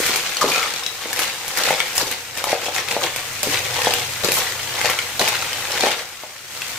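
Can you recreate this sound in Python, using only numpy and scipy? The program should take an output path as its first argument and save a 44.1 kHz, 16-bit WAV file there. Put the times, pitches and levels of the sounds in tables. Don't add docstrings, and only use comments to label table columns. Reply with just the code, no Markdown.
import sys
import numpy as np
from scipy import signal
from scipy.fft import rfft, irfft, next_fast_len
from scipy.io import wavfile

SR = 44100
rng = np.random.default_rng(int(sys.argv[2]) if len(sys.argv) > 2 else 0)


def unload_audio(sound):
    columns = np.transpose(np.atleast_2d(sound))
    steps = np.round(np.clip(columns, -1, 1) * 32767)
    wavfile.write(sys.argv[1], SR, steps.astype(np.int16))


N = 298998
TIME = np.arange(N) / SR

# start_s, hold_s, shell_level_db, flare_level_db
DIG_STROKES = [(0.05, 0.029, -41, -38), (0.512, 0.044, -27, -38), (1.19, 0.028, -23, -34.5),
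               (1.565, 0.09, -42, -40), (1.951, 0.055, -27, -31.5), (3.43, 0.13, -25, -38),
               (4.231, 0.08, -24.5, -42), (4.335, 0.044, -25.5, -27), (5.194, 0.049, -21.5, -35)]
# crest_s, rise_constant_s, fall_constant_s, shell_level_db, drum_level_db
HEAP_PUSHES = [(.12, 0.12, 0.24, -23.5, -32), (.59, 0.21, 0.17, -22, -32.5), (1.24, 0.16, 0.064, -24, -30),
               (1.675, 0.1, 0.1, -18, -24), (3.54, 0.017, 0.04, -22, -28.5),
               (3.86, 0.14, 0.086, -19, -24.5), (4.41, 0.065, 0.12, -22, -31.5),
               (4.85, 0.086, 0.1, -19.5, -27.5), (5.28, 0.03, 0.33, -24, -32),
               (5.865, 0.097, 0.044, -17.5, -21.5)]
# crest_s, shell_level_db
QUICK_JABS = [(2.11, -24.5), (2.39, -25.5), (2.51, -21), (2.651, -22.5), (2.774, -20), (2.925, -20.5),
              (3.042, -19), (3.19, -29), (3.99, -22.5), (5.99, -27.5)]
# time_s, level_db
SIMMER_CURVE = [(0, -22), (.3, -30.5), (.85, -33.5), (1.88, -29.5), (2.3, -35), (2.85, -33.5), (3.35, -30),
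                (4.4, -29), (5.12, -30.5), (5.68, -29), (6.12, -37.5), (6.46, -39), (6.57, -31.5),
                (6.78, -31)]
# factor on its ring pitch, level_db
SHELL_MODE_TABLE = [(.6, -14.5), (0.858, -12), (1, -2), (1.33, -7), (1.55, -6)]
# start_s, level_db, factor on all mode and thock pitches
LADLE_KNOCKS = [(.002, -4.5, 0.59), (0.094, -11, 0.44), (0.4259, -1, 1.38), (.4425, -1.5, .68),
                (.491, -9.5, 0.7), (1.057, -13, 0.62), (1.707, 1.5, 1.01), (2.441, -7, 1.42),
                (2.4711, -9, 1.14), (2.5298, 2.5, 0.9), (2.684, -7, 0.97), (2.966, -1, 0.94),
                (3.471, -7.5, 0.56), (3.871, 3, 0.98), (4.248, -4, .66), (4.287, -3.5, 0.64),
                (4.383, -13, 1.03), (4.846, -4, 0.98), (5.1945, -12, 1.14), (5.2159, -6, 1.17),
                (5.836, -1, 0.76), (5.8691, 1.5, 0.97), (6.2357, -15.5, 0.99)]
# frequency_hz (before the knock's factor), level_db, t60_s
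WOK_MODES = [(350, -31, 0.047), (522, 7.5, 0.15), (617, 12, 0.1), (735, 9.5, 0.07), (862, 13.5, 0.063),
             (2110, 5.5, 0.032)]
# start_s, level_db, ring_hz, spit_level_db (juice thrown up)
STEEL_CLINKS = [(.0635, -14, 2110, -20.5), (0.16, -13, 2290, -19), (.369, -8.5, 4430, -44),
                (0.413, -10, 1200, -41), (0.5462, -9.5, 2430, -36), (0.5597, -9, 2530, -36),
                (.629, -10.5, 2230, -44), (0.738, -15.5, 4440, -47), (0.7618, -15, 3960, -42),
                (.836, -17, 3750, -45), (0.8636, -8.5, 3880, -34), (1.13, -12, 1750, -23),
                (1.162, -18, 2010, -25), (1.192, -20, 1990, -19.5), (1.4805, -20.5, 1490, -23),
                (1.5732, -13, 1920, -19), (1.636, -8, 4380, -35), (1.669, -11, 2450, -40),
                (1.7068, -12, 2130, -26), (1.8028, -4.5, 2240, -40), (1.9798, -6, 5160, -18),
                (2.1134, -27, 2120, -22), (2.374, -23, 1860, -25.5), (2.4409, -11.5, 2220, -21),
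                (2.7455, -22, 2780, -29), (2.7821, -11, 1900, -40), (2.8863, -11.5, 2540, -34),
                (2.9114, -11.5, 2340, -36), (3.161, -14, 2330, -23.5), (3.431, -8.5, 7260, -21),
                (3.818, -10, 2540, -40), (3.9075, -12, 3020, -40), (3.9373, -6.5, 2810, -21.5),
                (4.2461, -11.5, 4310, -18.5), (4.2874, -12, 2570, -32), (4.3196, -13, 2460, -17.5),
                (4.814, -10.5, 2090, -27), (4.8983, -12.5, 2300, -21), (4.989, -7, 2260, -43),
                (5.1949, -6.5, 4090, -22), (5.2151, -8, 1910, -32), (5.278, -9, 2540, -24),
                (5.2835, -14, 5600, -28), (5.4242, -13.5, 1360, -30), (5.531, -12, 3120, -38),
                (5.7184, -13, 5460, -46), (5.808, -6.5, 4350, -36), (5.8368, -12, 1800, -38),
                (5.9162, -12, 2790, -46), (5.928, -18, 2600, -46), (6.619, -13, 2660, -52)]
# start_s, length_s, rasp_level_db, tone_level_db, first_hz, last_hz
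EDGE_SCRAPES = [(0.414, 0.02, -20, -17, 1210, 1130), (0.429, 0.05, -27.5, -24, 660, 298),
                (0.48, 0.04, -21, -28.5, 1160, 264), (0.55, 0.13, -36, -26.5, 1330, 1250),
                (1.565, 0.031, -26.5, -29, 1830, 1820), (1.999, 0.04, -22, -25.5, 1190, 293),
                (2.068, 0.014, -22, -28.5, 480, 440), (2.471, 0.08, -28, -33, 530, 520),
                (3.432, 0.081, -29.5, -33, 590, 267), (4.235, 0.034, -22.5, -21.5, 530, 448),
                (5.193, 0.036, -29, -21, 1080, 261), (5.268, 0.025, -24, -27.5, 945, 696)]
# time_s, level_db
FLAME_CURVE = [(0.0, -47), (0.72, -49.5), (3.27, -40.5), (3.55, -33), (5.81, -41), (6.25, -56.5),
               (6.78, -42)]

SHELL_SPECTRUM = [(150, -25), (400, -11), (900, -2), (1250, -2.5), (2150, 1.5), (3000, -2.5), (4300, -0.5),
                  (7000, -5), (10000, -11.5), (15500, -25)]
DRUM_SPECTRUM = [(60, -69), (150, -13.5), (300, -17.5), (360, -5.5), (420, -10.5), (485, 3.5), (680, -10.5),
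                 (745, 0), (950, -5.5), (1400, -30), (4000, -52)]
SIZZLE_SPECTRUM = [(200, -2), (1000, 3), (2500, 5.5), (4200, 3.5), (7000, 5), (8700, 3.5), (10200, -4),
                   (11800, 1.5), (15500, -2.5)]
FLARE_SPECTRUM = [(300, -3.5), (2500, -6), (7000, 4.5), (10000, 0), (12000, 5.5), (15500, -2)]
TICK_SPECTRUM = [(100, -18), (500, 0), (6500, 0), (14000, -10)]
RASP_SPECTRUM = [(100, -14), (400, 7), (1200, 7), (2200, -7), (4500, 8.5), (7000, 4.5), (10000, -6),
                 (11500, 1), (15500, -8)]
BURNER_SPECTRUM = [(24, -62), (43, -27), (65, -22), (100, -9.5), (125, 4.5), (170, -17), (1500, -23.5),
                   (8000, -41)]
# frequency_hz, gain_db
REFLECTION_SPECTRUM = [(100, -4.0), (600, 0.0), (4000, 5), (14000, -16.0)]

# frequency_hz, coherence (interpolated, then limited to 0-1)
MICROPHONE_LIKENESS = [(100, 2.7), (350, 0.74), (700, 0.95), (1400, 0.5), (2800, 0.29), (5000, -0.41)]
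# frequency_hz, left_minus_right_db
MICROPHONE_BALANCE = [(500, 2), (1700, 4), (3000, 2.5), (4300, 1), (6400, 7), (8200, -1.5), (9800, -7),
                      (12000, -3), (15000, 0)]

EDGE_HZ = 15600
DIG_ATTACK_S, DIG_RELEASE_S = 0.003, 0.04
PUSH_CREST_S = 0.019
JAB_RISE_S, JAB_FALL_S, JAB_CREST_S = 0.027, 0.03, 0.012
JAB_DRUM_FALL_S = 0.061
DIG_DRUM_DB, JAB_DRUM_DB, JAB_FLARE_DB, STIRRED_SIZZLE_DB = -8, -8, -24, -9
SIMMER_SHELLS_DB, SIMMER_DRUM_DB = -1.5, -13.5


def stirring():
    shell_power, drum_power, flare_power = np.zeros((3, N))
    for start, hold, shell_db, flare_db in DIG_STROKES:
        t = TIME - start
        release = np.exp(-np.clip((t - hold) / DIG_RELEASE_S, 0, 20))
        dig = np.clip(t / DIG_ATTACK_S, 0, 1) * release
        shell_power += (amp(shell_db) * dig) ** 2
        drum_power += (amp(shell_db + DIG_DRUM_DB) * dig) ** 2
        flare_power += (amp(flare_db) * dig) ** 2
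    for crest, rise, fall, shell_db, drum_db in HEAP_PUSHES:
        push = swell(crest, rise, fall, PUSH_CREST_S)
        shell_power += (amp(shell_db) * push) ** 2
        drum_power += (amp(drum_db) * push) ** 2
    for crest, shell_db in QUICK_JABS:
        jab = amp(shell_db) * swell(crest, JAB_RISE_S, JAB_FALL_S, JAB_CREST_S)
        jab_drum = swell(crest, JAB_RISE_S, JAB_DRUM_FALL_S, JAB_CREST_S)
        shell_power += jab ** 2
        flare_power += (amp(JAB_FLARE_DB) * jab) ** 2
        drum_power += (amp(shell_db + JAB_DRUM_DB) * jab_drum) ** 2
    shells, drum, flare = np.sqrt([shell_power, drum_power, flare_power])
    simmer = level(SIMMER_CURVE)
    shell_gain = np.hypot(shells, amp(SIMMER_SHELLS_DB) * simmer)
    drum_gain = np.hypot(drum, amp(SIMMER_DRUM_DB) * simmer)
    fry_gain = np.hypot(amp(STIRRED_SIZZLE_DB) * shells, simmer)
    return shell_gain, drum_gain, fry_gain, flare


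def swell(crest, rise_s, fall_s, round_s):
    t = TIME - crest
    distance = np.hypot(t, round_s) - round_s
    return np.exp(-np.minimum(distance / np.where(t < 0, rise_s, fall_s), 20))


def jolts(per_s=35, settle_s=0.0037, depth=0.42):
    kicks = (rng.random(N) < per_s / SR) * rng.random(N)
    slides = decaying(kicks, settle_s)
    return unit(1 + np.tanh(depth * slides))


def clatter(shell_gain, drum_gain):
    shells = grains(per_s=650, scatter_db=3.5, tick_s=0.00053, ring_s=0.0029, ring=0.81)
    drumming = grains(per_s=800, scatter_db=3.0, tick_s=0.0011, ring_s=0.0016, ring=0.12)
    shells = unit(spread(colour(shells, SHELL_SPECTRUM)))
    drumming = unit(spread(colour(drumming, DRUM_SPECTRUM)))
    return amp(-4) * shell_gain * shells + amp(-2.5) * drum_gain * drumming


def clacks(shell_gain, per_s=90, middle_hz=2500, pitch_spread=.33, cycles=6.7, clack_db=-0.5):
    out = np.zeros((2, N))
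    for at in np.flatnonzero(rng.random(N) < per_s / SR):
        hz = middle_hz * np.exp(pitch_spread * rng.standard_normal())
        strength = shell_gain[at] * amp(clack_db) * rng.uniform(0.33, 1)
        add(out, at / SR, strength * clack(hz, cycles))
    return out


def clack(hz, cycles, detune=.12):
    t = np.arange(SR // 25) / SR
    ratio, mode_db = np.transpose(SHELL_MODE_TABLE)[:, :, None]
    modes_hz = hz * ratio ** (1 + detune * rng.standard_normal(ratio.shape))
    lag_s = rng.standard_normal((2, len(ratio), 1)) * .00004
    turns = modes_hz * (t + lag_s) + rng.random(ratio.shape)
    decay = np.exp(-t * modes_hz / cycles)
    modes = amp(mode_db) * np.sin(2 * np.pi * turns) * decay
    return struck(modes.sum(1))


def knocks(low_hz=230, thock_hz=790, thock_db=2, thock_s=.002):
    out, t = np.zeros((2, N)), np.arange(SR // 8) / SR
    radiation = signal.butter(2, low_hz, "high", fs=SR, output="sos")
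    hz, mode_db, t60 = np.transpose(WOK_MODES)[:, :, None]
    mode_decay = np.exp(-np.log(1000) * t / t60)
    for start, db, pitch in LADLE_KNOCKS:
        phase = (rng.random((len(WOK_MODES), 1)) - .5) * np.pi
        modes = amp(mode_db) * mode_decay * np.sin(2 * np.pi * hz * pitch * t + phase)
        thock = np.sin(2 * np.pi * thock_hz * pitch * t) * np.exp(-t / thock_s)
        blow = struck(modes.sum(0)) + amp(thock_db) * struck(thock)
        ring = struck(signal.sosfilt(radiation, blow))
        add(out, start, amp(db - 13.5) * np.array([ring, ring]))
    return out


def clinks(wet_tick_db=7, damping=2, tick_s=.0018, tick_db=-5, dry_ring_s=.0038):
    out, t = np.zeros((2, N)), np.arange(SR // 25) / SR
    for start, db, hz, spit_db in STEEL_CLINKS:
        ring_s = dry_ring_s / (1 + damping * amp(spit_db - db))
        burst = spread(rng.standard_normal((2, len(t)))) * np.exp(-t / tick_s)
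        tick = struck(colour(burst, TICK_SPECTRUM))
        ring = amp(db) * clack(hz, hz * ring_s)
        tick_gain = np.hypot(amp(db + tick_db), amp(spit_db + wet_tick_db))
        add(out, start, amp(-8.5) * (ring + tick_gain * tick))
    return out


def scrapes(width_hz=220, fade_db=5, thrum_db=-8, thrum_hz=500):
    out = np.zeros((2, N))
    catches = grains(per_s=1700, scatter_db=0.0, tick_s=0.000057, ring_s=0.0039, ring=0.82)
    rasp = unit(spread(colour(catches, RASP_SPECTRUM)))
    slips = rng.standard_normal(N)
    pan_band = signal.butter(2, [110, 420], "band", fs=SR, output="sos")
    thrum = unit(signal.sosfilt(pan_band, slips))
    radius = np.exp(-np.pi * width_hz / SR)
    for start, length, rasp_db, tone_db, first_hz, last_hz in EDGE_SCRAPES:
        span = slice(round(start * SR), round((start + length) * SR))
        u = np.linspace(0, 1, span.stop - span.start)
        hz = first_hz * (last_hz / first_hz) ** u
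        turn = np.exp(2j * np.pi * np.cumsum(hz) / SR)
        envelope = signal.lfilter([1], [1, -2 * radius, radius ** 2], slips[span] / turn)
        tone = unit((turn * envelope).real)
        shake = amp(thrum_db) * np.minimum(thrum_hz / hz, 1) ** 2
        press = amp(-fade_db * u) * np.minimum(10 * (1 - u), 1)
        hollow = amp(tone_db) * (tone + shake * thrum[span])
        add(out, start, press * (amp(rasp_db) * rasp[:, span] + hollow))
    return out


def sizzle(fry_gain, flare_gain, spit_s=0.015):
    pops = grains(per_s=1500, scatter_db=-3.0, tick_s=0.00015, ring_s=0.0003, ring=1.0)
    frying = pops + amp(5.5) * rng.standard_normal((2, N))
    frying = unit(spread(colour(frying, SIZZLE_SPECTRUM)))
    splashes = np.zeros(N)
    for start, *_, spit_db in STEEL_CLINKS:
        splashes[round(start * SR)] = amp(spit_db)
    spits = decaying(splashes, spit_s)
    bursts = grains(per_s=2200, scatter_db=3.5, tick_s=0.00013, ring_s=0.00088, ring=0.59)
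    steam = bursts + amp(-2) * rng.standard_normal((2, N))
    steam = unit(spread(colour(steam, FLARE_SPECTRUM)))
    steam = jolts(per_s=120, settle_s=0.0062, depth=1.0) * steam
    return fry_gain * frying + np.hypot(amp(7) * flare_gain, spits) * steam


def burner(hum_hz=93.8, width_hz=4):
    roar = unit(spread(colour(rng.standard_normal((2, N)), BURNER_SPECTRUM)))
    slow = signal.butter(2, width_hz, fs=SR, output="sos")
    waver = unit(signal.sosfilt(slow, rng.standard_normal(N)))
    hum = unit(np.sin(2 * np.pi * hum_hz * TIME + .5 * waver))
    return level(FLAME_CURVE) * amp(-8.0) * (roar + hum / np.sqrt(2))


def yard(x, t60=0.35, first_s=0.0032, size=2048):
    t = np.arange(6 * size) / SR
    fade = np.exp(-np.log(1000) * t / t60) * (t > first_s)
    fade /= np.linalg.norm(fade)
    out, window = np.zeros((2, N)), signal.windows.cosine(size)
    for at in range(0, N - size, size // 2):
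        paths = rng.standard_normal((2, len(t))) * fade
        block = x[:, at:at + size] * window
        add(out, at / SR, signal.fftconvolve(block, paths, axes=1))
    return spread(colour(out, REFLECTION_SPECTRUM))


def grains(per_s, scatter_db, tick_s, ring_s, ring, size=640):
    t, out = np.arange(size) / SR, np.zeros((2, N + size))
    starts = np.flatnonzero(rng.random(N) < per_s / SR)
    chance = rng.random((N, 2))[starts]
    strength = amp(scatter_db * np.minimum(-np.log(1 - chance[:, 0]), 3.2))
    pitch_hz = np.geomspace(1000, 13000, 400)[:, None, None]
    phase = rng.random((len(pitch_hz), 2, 1))
    waves = np.sin(2 * np.pi * (pitch_hz * t + phase))
    tones = unit(waves * np.exp(-t / ring_s) * pitch_hz ** .25)
    crunch, decay = rng.standard_normal((2, N + size)), unit(np.exp(-t / tick_s))
    choices = (chance[:, 1] * len(pitch_hz)).astype(int)
    for at, gain, which in zip(starts, strength, choices):
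        tick = crunch[:, at:at + size] * decay
        out[:, at:at + size] += gain * (tick + ring * tones[which])
    return unit(out[:, :N])


def decaying(impulses, decay_s):
    return signal.lfilter([1], [1, -np.exp(-1 / (decay_s * SR))], impulses)


def struck(sound, size=176):
    return sound / np.sqrt(np.mean(sound[..., :size] ** 2))


def colour(x, points, size=4096):
    log_gain = np.log(amp(read(points, abs(np.fft.fftfreq(size, 1 / SR)))))
    response = np.exp(np.conj(signal.hilbert(log_gain)))
    taps = np.fft.ifft(response).real[:size // 2]
    return signal.oaconvolve(x, taps[None], axes=1)[:, :x.shape[1]]


def spread(x):
    size = next_fast_len(x.shape[1])
    a, b = rfft(x, size)
    same = np.clip(read(MICROPHONE_LIKENESS, np.fft.rfftfreq(size, 1 / SR)), 0, 1)
    right = same * a + np.sqrt(1 - same ** 2) * b
    return irfft(np.array([a, right]), size)[:, :x.shape[1]]


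def amp(db):
    return 10 ** (np.asarray(db) / 20)


def unit(x):
    return x / np.sqrt(np.mean(x ** 2) + 1e-20)


def read(points, hz):
    f, value = np.transpose(points)
    return np.interp(np.log(hz + 1), np.log(f), value)


def level(rows):
    time_s, level_db = np.transpose(rows)
    return amp(np.interp(TIME, time_s, level_db))


def add(mix, start_s, sound):
    part = mix[:, max(round(start_s * SR), 0):][:, :sound.shape[1]]
    part += sound[:, :part.shape[1]]


def scene():
    shell_gain, drum_gain, fry_gain, flare_gain = jolts() * np.array(stirring())
    wok = clatter(shell_gain, drum_gain) + clacks(shell_gain)
    wok += knocks() + clinks() + scrapes()
    wok += sizzle(fry_gain, flare_gain)
    return wok + amp(-7.0) * yard(wok) + burner()


def record(dry):
    size = next_fast_len(N)
    balance_db = read(MICROPHONE_BALANCE, np.fft.rfftfreq(size, 1 / SR))
    tilt_db = balance_db * np.array([[.5], [-.5]])
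    heard = irfft(rfft(dry, size) * amp(tilt_db), size)[:, :N]
    low_pass = signal.firwin(401, EDGE_HZ, window=("kaiser", 9), fs=SR)
    return signal.oaconvolve(heard, low_pass[None], "same")


dry = scene()
out = record(dry)
unload_audio(out)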